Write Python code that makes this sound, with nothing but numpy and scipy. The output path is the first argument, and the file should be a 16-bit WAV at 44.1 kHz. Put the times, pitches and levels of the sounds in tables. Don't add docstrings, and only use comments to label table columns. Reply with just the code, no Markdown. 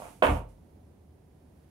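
import sys
import numpy as np
from scipy import signal
from scipy.fft import rfft, irfft, next_fast_len
from scipy.io import wavfile
from scipy.ndimage import map_coordinates

SR = 44100
rng = np.random.default_rng(int(sys.argv[2]) if len(sys.argv) > 2 else 0)


def invert_db(x):
    u = np.asarray(x, float) / 20
    return 10 ** u


def dump(signal):
    limited = np.clip(np.atleast_2d(signal).T, -1, 1)
    pcm = np.round(limited * 32767).astype(np.int16)
    wavfile.write(sys.argv[1], SR, pcm)


N = 74970


def unit(x):
    return x / np.sqrt(np.mean(x ** 2) + 1e-20)


def along(points, hz):
    f, v = np.transpose(points)
    return np.interp(np.log(hz + 1), np.log(f + 1), v)


def wobble(knots_per_s):
    knots = rng.standard_normal(int(N * knots_per_s / SR) + 4)
    return map_coordinates(knots, [np.arange(N) * knots_per_s / SR])


def filtered(x, response):
    m = next_fast_len(N + SR // 2)
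    return irfft(rfft(x, m) * response(np.fft.rfftfreq(m, 1 / SR)), m)[..., :N]


# (frequency [Hz], correlation [0-1])
NOISE_ALIKE = [(60, 1), (180, 0.95), (550, 0.34), (1650, 0.06), (4970, 0.18), (15000, 0.038)]


def rush(spectrum):
    def mid_side(hz):
        turn = np.arccos(np.clip(along(NOISE_ALIKE, hz), 0, 1)) / 2
        return invert_db(along(spectrum, hz)) * [np.cos(turn), np.sin(turn)]

    mid, side = filtered(rng.standard_normal((2, N)), mid_side)
    return unit(np.array([mid + side, mid - side]))


# (frequency [Hz], density [dB per Hz])
RUMBLE = [(22, -22), (45, -17), (62, -11), (80, -2), (98, -13.5), (280, -16), (600, -24.5), (1000, -32),
          (2400, -100)]
# (frequency [Hz], density [dB per Hz])
HISS = [(500, -40), (1100, -3), (2000, -6), (3000, -11), (5200, -15), (7600, -17), (10000, -14),
        (15600, -16)]
RUMBLE_DB, HISS_DB = -55, -72
HUM_HZ, HUM_DB = 740, -75


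def background():
    t = np.arange(N) / SR
    hum = invert_db(HUM_DB + 1.5 * wobble(8)) * np.sin(2 * np.pi * HUM_HZ * t + 0.6 * wobble(6))
    rumble = invert_db(RUMBLE_DB + 0.4 * wobble(2.64) + 0.8 * wobble(11.74)) * rush(RUMBLE)
    hiss = invert_db(HISS_DB + 0.8 * wobble(2.5)) * rush(HISS)
    return rumble + hum + hiss


SCUFF_S = [
    -.02,
    .2235,
    .485,
]
# (hold [s], level [dB], fall over hold [dB], t60 after hold [s])
SCUFFS = [
    (0.12, -53, 4, .6),
    (0.155, -44, 12, .18),
    (.03, -70, 2, .25),
]
# (frequency [Hz], density [dB per Hz])
RUB = [(1700, -34), (2300, -27), (2800, -28), (3600, -34), (5400, -35), (8500, -30.5), (12000, -32),
       (15600, -41)]
SCUFF_RISE_S = 0.003


def scuffs():
    t = np.arange(N) / SR
    level = np.zeros(N)
    for start_s, (hold_s, db, fall_db, t60_s) in zip(SCUFF_S, SCUFFS):
        sag_db = fall_db * np.clip((t - start_s) / hold_s, 0, 1)
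        decay_db = 60 * np.clip(t - start_s - hold_s, 0, 9) / t60_s
        rise = 1 - np.exp(-np.clip(t - start_s, 0, 9) / SCUFF_RISE_S)
        level += invert_db(db - sag_db - decay_db) * rise
    grain = invert_db(0.39 * wobble(52.8))
    return level * grain * rush(RUB)


# (slap level [dB], brightness [Hz], weight into floor [dB])
CONTACTS = [(-37.5, 750, -55.5), (-37, 1200, -55.5), (-40, 380, -52.5), (-44, 2000, -69),
            (-44.5, 1200, -62), (-46, 2100, -67.5), (-49, 1400, -69.5), (-20, 2200, -59.5),
            (-16.5, 3200, -48), (-23.5, 3600, -74), (-19, 2100, -34.5), (-21.5, 3100, -60),
            (-25.5, 4200, -36), (-24.5, 1800, -61), (-22, 2200, -32.5), (-23.5, 1300, -36),
            (-25.5, 5400, -32), (-28.5, 1700, -47), (-24, 2000, -33), (-23.5, 1530, -42),
            (-27.5, 1690, -18), (-35, 900, -33.5), (-38.5, 2000, -36), (-39.5, 2300, -50)]
# (frequency [Hz], width [Hz], level [dB])
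MAT = [(267, 89, -4), (530, 86, 2), (625, 37, 0.5), (701.5, 87, 3.5), (894, 90, 3.5), (1087, 120, -5),
       (1392, 67, -11.5), (847, 1400, -11.5), (2222, 350, -9.5), (2540, 200, -12)]
SLAP_T60_S, GRIT = 0.014, 0.65
CRISP_HZ = 2900


def slaps():
    t = np.arange(4096) / SR
    f = np.fft.rfftfreq(len(t), 1 / SR)
    grit = GRIT * invert_db(-60 * t / SLAP_T60_S) * rng.standard_normal((len(CONTACTS), len(t)))
    push = 6 * (t == 0)
    modes = sum(invert_db(db) * 1j * f * w / (c * c - f * f + 1j * f * w) for c, w, db in MAT)
    foam = 1 / (1 + 1j * f / CRISP_HZ - (f / CRISP_HZ) ** 2) ** 2
    db, bright_hz, _ = np.transpose(CONTACTS)[..., None]
    softness = 1 / (1 + 1j * f / bright_hz) ** 2
    return 8 * invert_db(db) * irfft(rfft(grit + push) * modes * foam * softness, len(t))


CONTACT_S = [.001, .0205, .037, .043, .055, .068, .084, .223, .2259, .2312, .2339, .2372, .2408, .2485,
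             .2538, .257, .268, .278, .2825, .2895, .2945, .325, .347, .3685]
# (frequency [Hz], level [dB], t60 [s])
BOARDS = [(46, 0, .55), (74, -1, .3), (113, -8, .45), (148, -16, .4), (194, -11, .22), (290, -5, .2)]
BOARD_RISE_S = 0.003284


def floor_boom():
    out = np.zeros(N + SR)
    t = np.arange(SR // 2) / SR
    ring = sum(invert_db(db - 60 * t / t60_s) * np.sin(2 * np.pi * hz * t) for hz, db, t60_s in BOARDS)
    ring = ring * (1 - np.exp(-t / BOARD_RISE_S))
    for start_s, (_, _, weight_db) in zip(CONTACT_S, CONTACTS):
        out[round(start_s * SR):][:len(t)] += invert_db(weight_db) * ring
    return out[:N]


# (frequency [Hz], t60 [s])
YARD = [(150, 0.4), (700, 0.33), (1300, .28), (2500, 0.26), (8000, 0.3)]
# (frequency [Hz], share [0-1])
YARD_ALIKE = [(300, .6), (600, .2), (2500, .2)]
YARD_GAP_S = 0.0045


def yard():
    hz, t, z = signal.stft(rng.standard_normal((3, SR // 2)), SR, nperseg=256)
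    share = np.clip(along(YARD_ALIKE, hz), 0, 1)[:, None]
    pair = np.sqrt(share) * z[2] + np.sqrt(1 - share) * z[:2]
    decay = invert_db(-60 * t / along(YARD, hz)[:, None])
    tail = signal.istft(pair * decay, SR, nperseg=256)[1]
    tail = tail / np.linalg.norm(tail, axis=1)[:, None]
    return np.pad(tail, ((0, 0), (round(YARD_GAP_S * SR), 0)))


YARD_DB = 0
LEFT_LAG_S = 0.00022


def footfalls():
    direct, wet = np.zeros(N + SR), np.zeros((2, N + SR))
    for start_s, slap in zip(CONTACT_S, slaps()):
        start = round(start_s * SR)
        answer = signal.fftconvolve(slap[None], yard(), axes=1)
        direct[start:][:len(slap)] += slap
        wet[:, start:][:, :answer.shape[1]] += answer
    lag = lambda hz: np.exp(-2j * np.pi * hz * np.array([[LEFT_LAG_S], [0]]))
    return filtered(direct[:N], lag) + invert_db(YARD_DB) * wet[:, :N]


def scene():
    return background() + scuffs() + footfalls() + floor_boom()


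def low_pass(x):
    return signal.sosfilt(signal.butter(12, 15800, fs=SR, output="sos"), x)


# (frequency [Hz], gain [dB])
LEFT = [(400, -4.5), (700, -7), (1300, -4), (2400, -5.5), (5000, -1.5), (7400, 2), (7800, -17), (9000, -20),
        (12000, -17)]
# (frequency [Hz], gain [dB])
RIGHT = [(7500, -3), (8000, 3), (8800, 5), (9800, 2), (10800, 7), (11600, 1)]
EVEN_HZ = 140
LOW_CUT_HZ, TOP_HZ = 36.5, 15790


def record(dry):
    def microphones(hz):
        left_db = along([(EVEN_HZ, 0)] + LEFT, hz)
        right_db = along([(6000, 0.014)] + RIGHT, hz)
        low_cut = (1j * hz / (LOW_CUT_HZ + 1j * hz)) ** 2
        return (hz < TOP_HZ) * invert_db([left_db, right_db]) * low_cut

    return low_pass(filtered(dry, microphones))


dry = scene()
out = record(dry)
dump(out)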